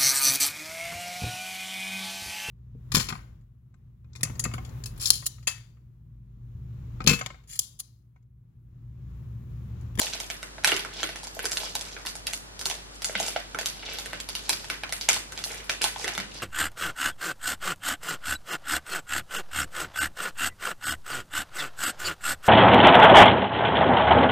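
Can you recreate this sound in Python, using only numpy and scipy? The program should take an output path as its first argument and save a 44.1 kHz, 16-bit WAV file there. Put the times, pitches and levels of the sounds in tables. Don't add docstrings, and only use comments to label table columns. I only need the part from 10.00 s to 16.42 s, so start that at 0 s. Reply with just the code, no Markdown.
import sys
import numpy as np
from scipy import signal
from scipy.fft import rfft, irfft
from scipy.io import wavfile
from scipy.ndimage import uniform_filter1d

SR = 44100
rng = np.random.default_rng(int(sys.argv[2]) if len(sys.argv) > 2 else 0)


def bounce(signal):
    frames = np.transpose(np.atleast_2d(signal))
    limited = np.clip(frames, -1, 1)
    pcm = np.round(limited * 32767).astype(np.int16)
    wavfile.write(sys.argv[1], SR, pcm)


N = 283122

# [t/s, level/dB, panel pitch f/Hz, pouch boom/dB re level, crack/dB re level]
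SNAPS = [(0.017, -30.5, 3720, -12, 7), (0.0324, -35.5, 4170, -22, 3), (0.06, -41, 3770, -23.5, 4),
         (0.0687, -28.5, 3180, -22, -29), (0.1284, -34, 3780, -30, -18.5), (0.134, -29, 3820, -36, -14),
         (0.152, -35, 3000, -10, -18), (0.2017, -30.5, 4000, -23, 2.5), (0.3012, -29, 2310, -16, -1.5),
         (0.4293, -31, 2060, -13.5, -3.5), (0.5822, -38, 2350, -5, -27), (0.638, -37, 3010, -8, 0),
         (0.6456, -13, 2520, -21, -2.5), (0.6752, -19.5, 2700, -14, 0), (0.691, -19.5, 2525, -24, -18),
         (0.7187, -15.5, 2520, -20, -16), (0.765, -25, 2650, -41.5, -3.5), (0.7941, -30, 3320, -15, -2),
         (0.8491, -28, 1510, -19, -13.5), (1.031, -21, 2050, -16, -5), (1.091, -30.5, 2630, -11, -11),
         (1.159, -33, 2360, -14.5, -4), (1.2326, -39.5, 3500, -6, 1), (1.2707, -47.5, 3200, -1, 13),
         (1.3919, -28.5, 1930, -11, -5.5), (1.4435, -32, 3020, -10, -1), (1.455, -28.5, 2060, -11, 5),
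         (1.518, -36.5, 2140, -11, 11.5), (1.5315, -42.5, 3000, -10, 12), (1.5718, -25, 3260, -20, -1),
         (1.6027, -47, 4000, -26, 10), (1.633, -38, 3000, -2, -7.5), (1.7529, -25.5, 3950, -10.5, -1),
         (1.8113, -32, 4000, -20.5, -2), (1.966, -32, 1890, -11.5, -31), (2.052, -33, 1450, -11, -8),
         (2.062, -37.5, 3500, -16, 5), (2.069, -32, 3130, -15, 2.5), (2.087, -34, 4840, -23, -10),
         (2.1541, -39.5, 2490, -6.5, 5), (2.269, -27, 3020, -30, 0), (2.3344, -34, 3040, -15, 8.5),
         (2.5931, -35.5, 4300, -32, -1), (2.6127, -33.5, 1690, -31, 1), (2.6567, -34.5, 3160, -27, 12.5),
         (2.7, -28.5, 2880, -12, -1), (2.712, -30.5, 3010, -9.5, -2), (3.02, -35.5, 3100, -9.5, 3),
         (3.045, -28.5, 2290, -26, 6), (3.0957, -34, 1960, -1, -16), (3.153, -18.5, 2230, -17, -38),
         (3.2007, -32.5, 2787, 3.5, 7.5), (3.221, -35, 2200, -6, -6), (3.229, -37.5, 2980, -12.5, 7.5),
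         (3.264, -35.5, 2480, -14, 6.5), (3.282, -36, 3260, -5, 8.5), (3.3615, -23.5, 2100, -2.5, -32),
         (3.4, -41.5, 2990, -23, -1), (3.5469, -24.5, 1430, -11.5, -14.5), (3.588, -25, 2230, -10.5, -4),
         (3.612, -33, 1960, -7.5, 0), (3.659, -36.5, 3430, -12, 15), (3.9862, -34.5, 3100, -9.5, 4),
         (4.0588, -35, 2070, -11, 0), (4.132, -25.5, 1840, -14, -12), (4.202, -31.5, 3180, -25, 0),
         (4.2892, -31, 3387, -12.5, 0), (4.352, -26.5, 3070, -17, -0.5), (4.494, -25.5, 2880, -34, 8),
         (4.53, -25, 3960, -34, -7.5), (4.6437, -37, 2820, -16, -10), (4.7005, -21.5, 2230, -41, -7),
         (4.8352, -24.5, 2190, -17, -9), (4.893, -36, 4200, -12, -7), (4.9242, -25, 2170, -19, 0.5),
         (5.0116, -27.5, 3900, -23, -3.5), (5.089, -14, 2650, -25, 0), (5.132, -34, 3220.0, -27, 9),
         (5.1435, -41, 2360, -9, 15.5), (5.163, -27, 3040, -11, -7), (5.322, -36.5, 1710.0, -15, 0),
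         (5.376, -30.5, 3470, -20, -13), (5.39, -33, 2800, -19, -4), (5.4399, -37, 4000, -29, 12),
         (5.696, -19, 2540, -21.5, -7), (5.7165, -34, 3730, -27.5, -3.5), (5.8174, -23.5, 3150, -30, -0.5),
         (5.835, -40, 3566, -17, 13.5), (5.8415, -24.5, 3570, -6, 5.5), (5.847, -27.5, 1200, -15, -4),
         (5.861, -30, 2950, -6, -28), (5.9604, -34, 3320, -3, -24), (6.0437, -25, 2060, -21, -7),
         (6.0785, -21.5, 2500, -21, -8.5), (6.098, -42, 5000, -8, -12), (6.136, -36.5, 5800, -13, -12.5),
         (6.1509, -31, 2946, -20, -6), (6.178, -24, 2530, -9, -6.5), (6.2007, -29.5, 1900, -12, -3.5)]
POUCH_HZ = [383, 473, 680.6, 870]
# [half the pitch reach to either side/octaves, cycles to fade 60 dB, spread of starts/s]
BOOM = (0.15, 8.1, 0.002485)
PANEL = (0.28, 5.2, 0.002227)
CRACK = (0.5, 5.2, 0.000794)
CLICK = (0.27, 2.2, .0002)
CRACK_HZ = 6770
PANEL_OVER_POUCH = 3.6


def creases(rows, count):
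    s, db, hz, boom_db, crack_db = np.transpose(rows)[..., None]
    mode = np.argmin(np.abs(hz / PANEL_OVER_POUCH - POUCH_HZ), axis=1)
    pouch_hz = np.take(POUCH_HZ, mode)[:, None]
    crack_hz = CRACK_HZ + 0 * hz
    panel_gain = undb(db - 4.5)
    crack_gain = undb(db + crack_db - 4.5)

    boom = undb(db + boom_db + 5.0) * rings(pouch_hz, *BOOM, count=3)
    panel = panel_gain * rings(hz, *PANEL, count=count)
    crack = crack_gain * rings(crack_hz, *CRACK, count=count)
    panel_click = panel_gain * rings(hz, *CLICK, count=3)
    crack_click = crack_gain * rings(crack_hz, *CLICK, count=3)
    return heard(s, boom + panel + crack, undb(-5.0) * boom + panel_click + crack_click)


LATE_DB = -2.5


def rings(hz, octaves, cycles, spread_s, count):
    chance = rng.random((len(hz), count, 3))
    start = spread_s * chance[..., 0] ** 1.805
    start = start - start.min(axis=1, keepdims=True)
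    age = np.maximum(np.arange(640) / SR - start[..., None], 0)
    place = 2 * (np.arange(count) + chance[..., 1]) / count - 1
    ring_hz = np.minimum(hz * 2 ** (2 * octaves * place), .4 * SR)
    turns = ring_hz[..., None] * age
    decay = np.exp(-np.log(1000) * turns / max(cycles, 1))
    soft_start = 1 - np.exp(-3.0 * turns)
    swell = decay * soft_start * undb(LATE_DB * start[..., None] / spread_s)
    strength = np.cbrt(2 * chance[..., 2:] - 1)
    cluster = np.sum(strength * np.sin(2 * np.pi * turns) * swell, axis=1)
    return cluster / np.sqrt(np.sum(cluster ** 2, axis=1, keepdims=True) / 150)


def avalanches(count):
    s, db, hz, crack_db = np.transpose(SNAPS)[[0, 1, 2, 4], :, None]
    strength_db = db + 10 * np.log10(0.5 + 10 ** (crack_db / 10))
    offset = -0.005 + .027 * rng.exponential(size=(len(s), count))
    hz = np.where(crack_db > 0, CRACK_HZ, hz) + 0 * offset
    moment = np.clip(s + offset, 0, (N - 1) / SR)
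    faint_db = strength_db - 24.0 - 150 * np.abs(offset)
    return small_creases(moment.ravel(), faint_db.ravel(), hz.ravel())


REST_DB = -70


def crackle(count):
    t = np.arange(N) / SR
    rest = 10 ** (REST_DB / 10)
    busy = np.cumsum((rest + np.sum(kneading(t), axis=0)) ** .36)
    moment, pick = rng.random((count, 2)).T
    s = np.interp(moment, busy / busy[-1], t)
    running = np.cumsum(kneading(s), axis=0)
    squeeze = np.argmax(running >= pick * running[-1], axis=0)
    hz = np.array(SQUEEZES)[squeeze, 3]
    return small_creases(s, 10 * np.log10(rest + running[-1]) - 14.5, hz)


# [t/s of the firmest grip, level/dB, time to let go by 10 dB/s (at least 0.01 is used), crackle pitch f/Hz]
SQUEEZES = [(0.0, -34, 0.09, 5400), (.15, -41, 0.06, 3420), (.26, -43, -0.17, 6930), (.59, -47, 0, 1600),
            (1.0, -38, 0.1164, 4010), (1.245, -40, 0.0147, 5600), (1.35, -41, 0.02, 5700),
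            (1.43, -35, 0, 2620), (1.63, -38, 0.14, 4940), (1.88, -45, 0.23, 4730), (2.72, -44, 0.11, 4000),
            (2.95, -44, 0.01, 4300), (3.23, -39, 0.18, 2960), (3.875, -37, 0.11, 3260),
            (3.975, -41, 0.19, 3940), (4.48, -41, 0.1, 4570), (4.62, -45, 0.16, 4500),
            (5.04, -43, -0.02, 6500), (5.46, -45, 0.18, 6000), (5.515, -38.5, 0.12, 2280),
            (6.005, -38, 0.08, 5900), (6.065, -36, 0.0545, 2570), (6.39, -42, 0.23, 3540)]
GRIP_SHARE = .8


def kneading(t):
    s, db, release_s = np.transpose(SQUEEZES)[:3, :, None]
    release_s = np.maximum(release_s, .01)
    letting_go = (t - s) / release_s
    closing = (s - t) / (GRIP_SHARE * release_s)
    return 10 ** (db / 10 - np.maximum(letting_go, closing))


# [half the pitch reach to either side/octaves, cycles to fade 60 dB, spread of starts/s]
SMALL = (0.17, 6.2, 0.000973)
STANDOUT_DB = 11.5
STRAY_SHARE = .45
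NEAR_OCTAVES, STRAY_OCTAVES = 0.15, 0.923


def small_creases(s, db, hz):
    size, stray, mode, boom = rng.random((len(s), 4)).T[..., None]
    deviation = np.where(stray < STRAY_SHARE, STRAY_OCTAVES, NEAR_OCTAVES)
    octaves = deviation * rng.standard_normal(size.shape)
    gain = undb(db[:, None] + np.minimum(-4.6 * np.log(1 - size), STANDOUT_DB))
    pouch_hz = np.take(POUCH_HZ, (mode * len(POUCH_HZ)).astype(int))
    patch = rings(hz[:, None] * 2 ** octaves, *SMALL, count=2)
    pouch = undb(-8 + 23 * (boom - .5)) * rings(pouch_hz, *BOOM, count=1)
    sound = gain * (patch + pouch)
    return heard(s[:, None], sound, undb(-0.5) * sound)


# [t/s, level/dB before the envelope, pitch f/Hz]
THUDS = [(0.722, -24, 380), (1.039, -33, 337), (1.368, -29.5, 653), (1.443, -30.5, 425), (1.614, -38, 850),
         (3.156, -35, 208), (6.041, -32, 400), (6.18, -34.5, 210)]


def thuds():
    s, db, hz = np.transpose(THUDS)[..., None]
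    turns = hz * np.arange(4000) / SR
    envelope = turns * np.exp(-turns / 1.0)
    return lay(s, undb(db + 10.0) * np.sin(2 * np.pi * turns) * envelope)


FLOOR_S, FLOOR_SHIFT_S, FLOOR_DB = 0.0013318, .0001, -5.5


def heard(s, sound, click):
    delay = FLOOR_S + FLOOR_SHIFT_S * rng.standard_normal(s.shape)
    floor = undb(FLOOR_DB) * lay(np.minimum(s + delay, (N - 1) / SR), sound)
    return np.array([lay(s, sound) + floor, lay(s, click)])


# [t/s after the direct sound, left level/dB, right level/dB, extra delay on the right t/s]
ECHOES = [(.0021, -14, -6, 0.0039), (.0065, -14.5, -32, -0.0065), (.011, -9.5, -12, 0.0029),
          (.0205, -19.5, -20.5, -0.016), (.0312, -16, -14.5, 0.01)]
LEFT_DB = -0.89


def near():
    out = np.zeros((2, 4000))
    out[:, 0] = undb([LEFT_DB / 2, -LEFT_DB / 2])
    for s, left_db, right_db, lag in ECHOES:
        out[0, int(s * SR)] += undb(left_db)
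        out[1, int((s + lag) * SR)] += undb(right_db)
    return out


# [f/Hz, time to fade 60 dB t/s, relative level/dB]
TAIL = [(214, 0.45, 2), (614, 0.25, -1.5), (1890, 0.36, 2), (6060, 0.36, -7), (12300, 0.34, 0.65)]
ROOM_DB, ROOM_ONSET_S = -2.5, 0.0024
ROOM_ALIKE = 0.28


def room():
    t = np.arange(int(.6 * SR)) / SR
    tail_hz, tail_t60, tail_db = np.transpose(TAIL)
    tail = 0
    for hz in 80 * 2 ** np.arange(0, 7.6, .5):
        half_octave = signal.butter(2, [hz, hz * 2 ** .5], "bandpass", fs=SR, output="sos")
        band = signal.sosfilt(half_octave, rng.standard_normal((2, len(t))))
        t60 = np.interp(np.log(hz), np.log(tail_hz), tail_t60)
        db = np.interp(np.log(hz), np.log(tail_hz), tail_db)
        tail = tail + band * undb(db - 60 * t / t60)
    tail = (tail + ROOM_ALIKE * tail[::-1]) * (1 - np.exp(-t / ROOM_ONSET_S))
    tail = tail / np.sqrt(np.sum(tail ** 2, axis=1, keepdims=True))
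    balance_db = np.array([[LEFT_DB], [-LEFT_DB]]) / 2
    return undb(ROOM_DB + balance_db) * tail


# [f/Hz, relative level/dB per Hz]
AIR = [(32, -14), (55, -5.5), (97, 2.5), (1110, -9.5), (2190, -16.5), (5600, -23.5), (11300, -31.5),
       (15000, -52)]
AIR_DB = -46.5
HUM_HZ, HUM_DB = 49.2, -49


def stillness():
    air = colour(rng.standard_normal((2, N)), AIR)
    waver = uniform_filter1d(rng.standard_normal((2, N)), SR // 9)
    waver = waver / rms(waver)
    hum_turns = np.cumsum(HUM_HZ + 0.64 * waver[0]) / SR
    hum_gain = undb(HUM_DB + 0.71 * waver[1])
    hum = np.sqrt(2) * np.sin(2 * np.pi * hum_turns) * hum_gain
    return undb(AIR_DB) * air / rms(air) + hum


def undb(db):
    return 10 ** (np.asarray(db) / 20)


def rms(x):
    return np.sqrt(np.mean(x ** 2, axis=-1, keepdims=True))


def colour(x, points):
    hz, db = np.transpose(points)
    bins_hz = np.arange(1025) * SR / 2048
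    log_gain = np.log(undb(np.interp(np.log(bins_hz + 1), np.log(hz), db)))
    cepstrum = irfft(log_gain)
    cepstrum[1:1024] *= 2
    cepstrum[1025:] = 0
    response = irfft(np.exp(rfft(cepstrum)))
    return signal.oaconvolve(np.atleast_2d(x), response[None], axes=1)[:, :x.shape[-1]]


def lay(s, sound):
    out = np.zeros(N + sound.shape[1])
    for start, row in zip(np.abs(s.ravel() * SR).astype(int), sound):
        out[start:start + len(row)] += row
    return out[:N]


def scene():
    wrapper = creases(SNAPS, count=12) + avalanches(count=8) + crackle(count=1900) + thuds()
    no_bass = signal.butter(2, 150, "highpass", fs=SR, output="sos")
    wrapper = signal.sosfilt(no_bass, wrapper)
    straight = signal.fftconvolve(wrapper[:1], near(), axes=1)[:, :N]
    reverberant = signal.fftconvolve(wrapper[1:], room(), axes=1)[:, :N]
    return straight + reverberant + stillness()


# [f/Hz, level/dB]
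MIC = [(820, -2.5), (1100, -1.5), (1550, 1.5), (1850, 1), (2250, 0), (5000, 3.5), (12000, 2.5), (14000, -9),
       (16000, -26)]
# [f/Hz, gain of the side signal level/dB]
WIDTH = [(60, -17.5), (150, -2.5), (1500, 3.5), (5000, 8), (12000, 11)]
TOP_HZ = 16200


def record(dry):
    left, right = colour(dry, MIC)
    mid = (left + right) / 2
    side = colour((left - right) / 2, WIDTH)[0]
    wide = np.clip([mid + side, mid - side], -1, 1)
    top_cut = signal.ellip(8, .2, 70, TOP_HZ, fs=SR, output="sos")
    return np.clip(signal.sosfilt(top_cut, wide), -1, 1)


dry = scene()
out = record(dry)
bounce(out)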